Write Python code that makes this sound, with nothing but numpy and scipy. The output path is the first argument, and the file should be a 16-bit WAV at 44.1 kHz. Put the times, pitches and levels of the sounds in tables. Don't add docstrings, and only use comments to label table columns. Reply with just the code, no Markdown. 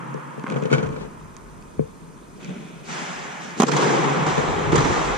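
import sys
import numpy as np
from scipy import signal
from scipy.fft import rfft, irfft, next_fast_len
from scipy.io import wavfile
from scipy.ndimage import uniform_filter1d

SR = 44100
rng = np.random.default_rng(int(sys.argv[2]) if len(sys.argv) > 2 else 0)


def dump(signal):
    limited = np.clip(np.atleast_2d(signal).T, -1, 1)
    pcm = np.round(limited * 32767).astype(np.int16)
    wavfile.write(sys.argv[1], SR, pcm)


N = 228217

FRAME_RATE_HZ = 30000 / 1001
HISS_DB, TOP_HZ, LOW_CUT_HZ = -64.5, 15000, 129.8
GRIT_FROM_S, GRIT_TO_S, GRIT_COUNT = 0.43, 0.9, 26
GRIT_FLOOR_DB, GRIT_SPREAD_DB, GRIT_LOW_DB = -44.5, 4.5, -1

HISS_COLOUR = [(1470, -24), (2500, 15.5), (2930, -33), (4840, -22.5), (5210, -47), (5790, -1), (7870, 2.5),
               (8680, 7), (13400, -5.5), (14300, -30), (15000, -32)]
DEEP_RUMBLE_COLOUR = [(13, -43), (22, -5), (50, 6), (70, -27), (120, -120)]
UPPER_RUMBLE_COLOUR = [(30, -120), (52, -25), (66, -4.5), (97, 0.5), (115, -3), (150, -67), (250, -120)]
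FADING_BOOM = [(62, -39), (105, -41), (118, -14), (135, 7), (156, -4.5), (243, -7), (472, -18), (504, -9.5),
               (600, -20), (780, -23), (1320, -120)]
FAR_BOOM = [(62, -75), (105, -30), (139, -1.5), (166, 1.5), (291, -8), (435, -7.5), (507, -16), (600, -15),
            (780, -19), (1320, -120)]
SERVED_BOOM = [(62, -120), (105, -25), (135, 6), (183, -5), (243, -7), (335, -3), (368, -4.5), (399, -1.5),
               (500, -6), (580, -13), (660, -120)]
FADING_BODY = [(320, -63), (550, -42), (575, -22), (739, -18), (881, -2.5), (1060, -1), (1150, -6),
               (1240, -3), (1310, -6), (3200, -24.5), (4160, -43), (7040, -120)]
RUSTLE_BODY = [(320, -38), (550, -14), (728, -7), (964, -7), (1100, -12), (1300, -3.5), (1860, -9),
               (2480, -2.5), (2720, -10), (3540, -9.5), (4200, -20), (5460, -44), (9240, -120)]
FAR_BODY = [(320, -21), (550, -9), (875, -1.5), (956, -5), (1520, -6), (1710, -4.5), (1830, -6),
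            (3200, -15), (4160, -35), (7040, -120)]
SERVED_BODY = [(330, -30), (560, -6), (643, -5), (778, 0.5), (961, 0), (1210, -2), (1490, -7),
               (2360, -10.5), (2810, -16.5), (3200, -16), (4160, -23), (7040, -120)]
SIZZLE = [(1760, -8.5), (3000, -2), (3470, 0), (3910, -2), (5150, -2.5), (6150, -0.5), (7400, -4),
          (10000, -23), (11300, -34), (13000, -34), (13800, -52), (14500, -64)]
CRACK = [(1290, -26), (2200, -3), (2250, -3), (2440, -13), (3310, -3), (5070, -9), (6720, 0.5), (8620, -13),
         (13000, -26), (15000, -25)]

# (frequency [Hz], likeness before scaling [0-1], left lead [rad], left-right [dB])
PORTS = [(30, 0.8, .3, -3), (70, 0.6, 0.66, 2.5), (158, 0.7, 1.25, 1), (306, 0.47, 0.45, -1.5),
         (480, 0.5, 0.41, 6.5), (617, 0.52, 4.95, -3), (970, 0.43, 4.5, -1.5), (1480, 0, 4.3, 0),
         (2230, 0.26, 7, 1.5), (3670, 0.53, 6.34, -0.5), (5200, 0.5, 5.2, -1), (8000, 0.05, 3.5, -2)]
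# (time [s], deep level [dB], upper level [dB])
RUMBLE_LEVELS = [(0.0, -65, -58), (0.06, -82, -83), (0.6, -74, -65), (0.86, -49, -43), (0.98, -48, -52.5),
                 (1.77, -56, -53.5), (1.8, -56, -39), (1.93, -56, -59), (3.28, -68, -67), (3.99, -69, -62),
                 (4.26, -51, -47), (4.61, -43, -36.5), (4.81, -43, -26.5), (4.85, -31, -39),
                 (4.88, -45, -35), (4.91, -46, -31), (5.07, -37, -40), (5.17, -42, -44)]

# boom, body, sizzle t60 [s]
DOME_T60_S = [4.5, 5.96, 2.35]
# boom, body, sizzle level [dB]
STEADY_DB = [-46.5, -56, -62.5]
# (time [s], build-up [s], boom [dB], body [dB], sizzle [dB], colour)
WASHES = [(-0.3, 0.046, -32.5, -36.5, -57, "fading"), (2.815, 0.047, -41, -42, -41.5, "rustle"),
          (2.865, 0.023, -40.5, -34, -38.5, "far"), (3.635, 0.023, -22.5, -37, -42, "served"),
          (3.71, 0.038, -21.5, -22.5, -31, "served"), (4.26, 0.0069, -41, -30, -37.5, "served"),
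          (4.45, 0.05, -24.5, -35, -44.5, "served"), (4.712, 0.013, -27, -30, -38, "served"),
          (4.77, 0.051, -29.5, -26.5, -33, "served")]
# (time [s], build-up [s], t60 [s], boom [dB], body [dB], sizzle [dB], colour)
SHUFFLES = [(0.45, 0.03, 1.76, -25, -35.5, -54, "fading"), (0.69, 0.016, 1.1, -23, -33.5, -54, "fading"),
            (2.32, 0.04, 3.3, -47, -58, -60, "rustle"), (2.385, 0.014, 4.6, -42.5, -48, -58, "rustle"),
            (2.43, 0.008, 0.18, -38, -52, -50, "rustle"), (2.482, 0.005, 0.66, -36, -49, -63, "rustle"),
            (3.39, 0.017, 0.83, -36.5, -54, -42.5, "far"), (3.56, 0.022, 0.43, -23, -38, -31, "far")]

MOUNT_MODES = [(146.8, 19.7, 9.5, 1.43, 4), (235, 32, -3.5, 3.8, 17), (438, 13.2, 8.5, 2.76, 10),
               (502.3, 11.3, 9, 2.77, 4)]
THUD_MODES = [(323, 174, -13, 4.1, 9.8)]
RATTLE_MODES = [(610, 97, -17, 7.1, 1), (1040, 170, -22, 3.6, -4), (1477, 100, 13, 2.48, -3.5),
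                (2255, 150, 3, 1.5, 5.5), (3080, 160, -15, 3, -27), (6100, 620, -15, 2.3, -7)]
TICK_LOW_MODES = [(1780, 430, -20, 0, 0), (2500, 210, -1, 0, 0), (3120, 270, -9.5, 0, 0)]
TICK_HIGH_MODES = [(4400, 880, -10, 0, 0), (5500, 520, -12, 0, 0), (6060, 280, -6, 0, 0),
                   (6800, 310, -11, 0, 0)]

# (nominal time [s], level [dB], rattle [dB re level], dead thud [dB re level])
KNOCKS = [(0.145, -23.5, -33, 6.5), (0.378, -25.5, -28, -2), (0.497, -30, -4, -11), (0.518, -20, -11, -10),
          (0.56, -16.5, -15.5, -3), (0.623, -15.5, -22, -13), (0.653, -16.5, -15, -1), (0.701, -32, -5, 0),
          (0.7135, -23, -9, 16.5), (0.727, -14, -2, 6), (0.735, -12, -6.5, -6), (0.742, -24, -15, 5),
          (0.78, -17, -10, 1), (0.828, -18, -11.5, -25), (0.859, -17.5, -18, -17), (0.925, -26, -12, -10),
          (0.961, -28, -10.5, -11), (1.048, -29.5, -16, 2), (1.793, -13, -34, 8.5),
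          (4.378, -12.5, -11, -22)]
# (time [s], level [dB])
JOG = [(0.44, -48), (0.674, -56), (0.728, -23.5), (0.898, -54), (1.026, -35.5), (1.12, -78)]
# (time [s], level [dB], lower modes [dB re level], left-right [dB])
TICKS = [(0.1417, -33.5, -24, -10), (0.3957, -31, -5.5, 11), (0.501, -23, -6.5, -4), (0.623, -40, 6, 0),
         (0.7134, -35, -14, -9), (1.3666, -22.5, -16.5, -10), (1.6247, -38.5, -5.5, 4.5),
         (1.792, -45.5, -5.5, -3), (2.4306, -40, 2, -1.0), (2.4464, -28, -16, -13), (2.4936, -40, 7.5, -4)]

# (time [s], crack level [dB], thump [dB re crack], left-right [dB], thump frequency [Hz], thump t60 [s])
TAPS = [(0.4409, -23.5, 4, -1, 242, 0.024), (0.4657, -22.5, -24, 5, 180, 0.06),
        (0.4695, -25, -25, -16, 240, 0.06), (0.4812, -29, -3, 6, 174, 0.06),
        (1.7924, -35, -20, 0, 240, 0.034), (2.5055, -43.5, 20.5, -2, 180, 0.14),
        (2.5647, -41, 13, -3, 200, 0.053), (2.582, -46, 14.5, 0, 215, 0.15),
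        (2.6502, -42, 11.5, 0.0, 167, 0.038), (4.224, -26, 11.5, -3, 170, 0.036),
        (4.7305, -22, 10, -1, 348, 0.032), (4.784, -23.5, 13, 4, 134, 0.15)]
# (frequency [Hz], typical level [dB], t60 [s])
TAP_MODES = [(1107, 0, 0.016), (1436, 9, 0.0056), (2050, -3, 0.0082)]

# (nominal time [s], level [dB], boom [dB re level], sizzle [dB re level], left-right [dB])
SLAPS = [(3.6695, -25, -1, -2, 10), (3.684, -21, 2, -5.5, -14), (3.717, -12, -17, -6, 0.5),
         (3.7356, -16.5, -7, -10, -3), (3.767, -13, -22, -3, 1), (3.8034, -21, -13, -12, 5),
         (3.821, -16.5, 6.5, -6.5, 3), (4.044, -17, 8, -18, 8.5), (4.224, -22, -6, -9.5, 0),
         (4.265, -16.5, 0, -8.5, 0.0), (4.722, -12.5, 8.5, -12, -2), (4.757, -11.5, -8, -7.5, -6),
         (4.7805, -13.5, -9, -8.5, 2), (4.806, -13.5, -16, -14, 4), (4.847, -19.5, -1.5, -13.5, -20)]

# (time [s], spray level [dB], knock [dB re spray], thump [dB re spray], thump length [s], left-right [dB])
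STROKES = [(3.6005, -13.5, 4, 10, 0.0092, -5.5), (3.6055, -18, -2, 4, 0.0082, 8),
           (3.6195, -13, -19, 0, .011, -1), (3.6230, -23.5, 15, -3, .011, -9),
           (3.6318, -14, 0, -5, 0.014, -4), (3.6352, -27, 19, 21.5, 0.033, -5)]
# (frequency [Hz], typical level [dB], t60 [s])
THUMP_MODES = [(236, 10.5, 0.027), (352, 4.5, 0.028), (409, -5.5, 0.056)]
STRING_MODES = [(770, 9.5, 0.018), (1015, 3, 0.018), (1300, -2, 0.0068), (2400, -6, .008)]


def amp(db):
    return 10 ** (np.asarray(db) / 20)


def unit(x):
    return x / np.sqrt(np.mean(np.mean(x, axis=0) ** 2) + 1e-20)


def along(hz, f, v):
    return np.interp(np.log(hz + 1), np.log(np.add(f, 1)), v)


def gains(rows):
    s, *columns = np.transpose(rows)
    t = np.arange(N) / SR
    after = np.clip(t - s[-1], 0, None)
    return [amp(np.interp(t, s, column, -120) - 60 * after / 0.12) for column in columns]


def filtered(x, response):
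    m = next_fast_len(N + SR // 2)
    return irfft(rfft(x, m) * response(np.fft.rfftfreq(m, 1 / SR)), m)[..., :N]


def rush(spectrum, patchy_db, alike=1):
    z = signal.stft(rng.standard_normal((2, N)), nperseg=512)[2]
    field = rng.standard_normal(z.shape[1:])
    field = uniform_filter1d(uniform_filter1d(field, 8, 0), 5, 1)
    patchy = z * amp(patchy_db * field / field.std())
    left, other = signal.istft(patchy, nperseg=512)[1][:, :N]
    f, like, lead, pan_db = np.transpose(PORTS)

    def share(hz):
        return np.clip(alike * along(hz, f, like), 0, 1)

    def turn(hz):
        return np.exp(-1j * along(hz, f, lead))

    def colour(hz):
        summed = np.sqrt(0.5 + 0.5 * share(hz) * turn(hz).real)
        balance_db = np.outer([0.5, -0.5], along(hz, f, pan_db))
        return amp(along(hz, *np.transpose(spectrum)) + balance_db) / summed

    right = filtered(left, lambda hz: share(hz) * turn(hz))
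    right = right + filtered(other, lambda hz: np.sqrt(1 - share(hz) ** 2))
    return unit(filtered(np.array([left, right]), colour))


def modes(table):
    side = np.array([[0.5], [-0.5]])

    def response(f):
        total = 0
        for centre, width, db, lead, pan_db in table:
            resonance = 1j * f * width / (centre * centre - f * f + 1j * f * width)
            total = total + amp(db + side * pan_db) * np.exp(1j * side * lead) * resonance
        return total

    return response


def ring(table, t, attack):
    scatter = amp(2 * rng.standard_normal(len(table)))
    x = np.zeros(len(t))
    for strength, (hz, db, t60) in zip(scatter, table):
        x += strength * amp(db - 60 * t / t60) * np.sin(2 * np.pi * hz * t)
    x = x * (1 - np.exp(-t / attack))
    return x / np.abs(x).max()


def puff(t, rise, t60):
    return (1 - np.exp(-t / rise)) * amp(-60 * t / t60)


def swell(s, rise, t60, db):
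    t = np.clip(np.arange(N) / SR - s, 0, None)
    decay_db = np.reshape(db, (-1, 1)) - 60 * t / np.reshape(t60, (-1, 1))
    return ((1 - np.exp(-t / rise)) ** 2 * amp(decay_db)) ** 2


def add(out, s, x, pan_db):
    start = round(s * SR)
    out[:, start:start + x.shape[-1]] += amp([[pan_db / 2], [-pan_db / 2]]) * x


def camera():
    t = np.arange(N) / SR
    left_s = (0.0113 - t) % (1 / FRAME_RATE_HZ)
    envelope = amp(-54.0 - 60 * left_s / 0.024) * np.clip(left_s / 0.00043, 0, 1)
    tick = envelope * np.sin(2 * np.pi * 8545 * t)
    deep, upper = gains(RUMBLE_LEVELS)
    rumble = deep * rush(DEEP_RUMBLE_COLOUR, patchy_db=0.5, alike=0.9)
    rumble = rumble + upper * rush(UPPER_RUMBLE_COLOUR, patchy_db=-0.5, alike=0.71)
    hiss = amp(HISS_DB) * rush(HISS_COLOUR, patchy_db=-0.5, alike=0.3)
    return hiss + tick + rumble


def dome():
    colours = {"fading": (FADING_BOOM, FADING_BODY), "rustle": (FAR_BOOM, RUSTLE_BODY),
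               "far": (FAR_BOOM, FAR_BODY), "served": (SERVED_BOOM, SERVED_BODY)}
    power = {name: np.zeros((3, N)) for name in colours}
    for band, name in enumerate(["far", "fading", "far"]):
        power[name][band] = amp(STEADY_DB[band]) ** 2
    for s, rise, *db, name in WASHES:
        power[name] = power[name] + swell(s, rise, DOME_T60_S, db)
    for s, rise, t60, *db, name in SHUFFLES:
        power[name] = power[name] + swell(s, rise, t60, db)
    out = np.sqrt(sum(power.values())[2]) * rush(SIZZLE, patchy_db=1.5)
    for name, (boom, body) in colours.items():
        low, mid, _ = np.sqrt(power[name])
        out = out + low * rush(boom, patchy_db=1.27) + mid * rush(body, patchy_db=0.56)
    return out


def mount():
    blows, thuds, buzz = np.zeros((3, N + SR))
    t = np.arange(SR // 20) / SR
    push = np.sin(np.pi * np.clip(t / 0.0019, 0, 1)) ** 2
    for s, db, rattle_db, thud_db in KNOCKS:
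        start = round((s + 0.00079) * SR)
        span = slice(start, start + len(t))
        blows[span] += amp(db + 11) * push
        thuds[span] += amp(db + thud_db + 13.5) * push
        chatter = rng.standard_normal(len(t)) * rng.exponential(1, len(t)) ** 0.77
        buzz[span] += amp(db + rattle_db + 7.5) * puff(t, rise=0.00021, t60=0.073) * chatter
    shake = unit(filtered(rng.standard_normal(N), modes(MOUNT_MODES + THUD_MODES)))
    out = gains(JOG)[0] * shake
    out = out + filtered(blows[:N], modes(MOUNT_MODES))
    out = out + filtered(thuds[:N], modes(THUD_MODES))
    return out + filtered(buzz[:N], modes(RATTLE_MODES))


def grit():
    rows = []
    for when, size, side in rng.random((GRIT_COUNT, 3)):
        s = GRIT_FROM_S + (GRIT_TO_S - GRIT_FROM_S) * when
        db = GRIT_FLOOR_DB - GRIT_SPREAD_DB * np.log(1 - size)
        rows.append((s, db, GRIT_LOW_DB, 12 * (side - 0.5)))
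    return rows


def ticks():
    low, high = np.zeros((2, 2, N + SR))
    t = np.arange(SR // 50) / SR
    for s, db, low_db, pan_db in TICKS + grit():
        snap = amp(-60 * t / 0.0074) * rng.choice([-1, 1], len(t))
        add(high, s, amp(db + 6.5) * snap, pan_db)
        add(low, s, amp(db + low_db + 19) * snap, pan_db)
    return filtered(low[:, :N], modes(TICK_LOW_MODES)) + filtered(high[:, :N], modes(TICK_HIGH_MODES))


def taps():
    out = np.zeros((2, N + SR))
    t = np.arange(SR // 4) / SR
    for s, db, thump_db, pan_db, hz, t60 in TAPS:
        crack = ring(TAP_MODES, t, attack=0.0008)
        thump = amp(thump_db) * ring([(hz, 0, t60)], t, attack=0.0011)
        add(out, s, amp(db) * (crack + thump), pan_db)
    return out[:, :N]


def slaps():
    body, sizzle, boom = np.zeros((3, 2, N + SR))
    t = np.arange(SR // 5) / SR
    for s, db, boom_db, sizzle_db, pan_db in SLAPS:
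        early_s = s - 0.003
        add(body, early_s, amp(db - 7.5) * puff(t, rise=0.0037, t60=0.11), pan_db)
        add(sizzle, early_s, amp(db + sizzle_db - 8.0) * puff(t, rise=0.0019, t60=0.092), pan_db)
        add(boom, s, amp(db + boom_db - 5.5) * puff(t, rise=0.0075, t60=0.21), pan_db)
    out = body[:, :N] * rush(SERVED_BODY, patchy_db=-2.5)
    out = out + sizzle[:, :N] * rush(SIZZLE, patchy_db=3.5)
    return out + boom[:, :N] * rush(SERVED_BOOM, patchy_db=4.0)


def strokes():
    out, spray, near = np.zeros((3, 2, N + SR))
    t = np.arange(SR // 10) / SR
    for s, db, knock_db, thump_db, length_s, pan_db in STROKES:
        add(spray, s, amp(db - 5.5) * puff(t, rise=0.00066, t60=0.016), pan_db)
        add(near, s, amp(db - 6) * puff(t, rise=0.0012, t60=0.048), pan_db)
        add(out, s, amp(db + knock_db) * ring(STRING_MODES, t, attack=0.00042), pan_db)
        hold = np.exp(-(t / length_s) ** 3)
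        thump = hold * ring(THUMP_MODES, t, attack=0.0018)
        add(out, s + 0.00065, -amp(db + thump_db) * thump, pan_db / 2)
    out = out[:, :N] + spray[:, :N] * rush(CRACK, patchy_db=-2.0)
    return out + near[:, :N] * rush(SERVED_BODY, patchy_db=-2)


def scene():
    contacts = filtered(ticks() + mount(), lambda hz: np.exp(-(hz / 9500) ** 4))
    sound = dome() + contacts + taps() + slaps() + strokes()
    return filtered(sound, lambda hz: 1 / (1 + (LOW_CUT_HZ / (hz + 1)) ** 16)) + camera()


def record(dry):
    return filtered(dry, lambda hz: hz < TOP_HZ)


dry = scene()
out = record(dry)
dump(out)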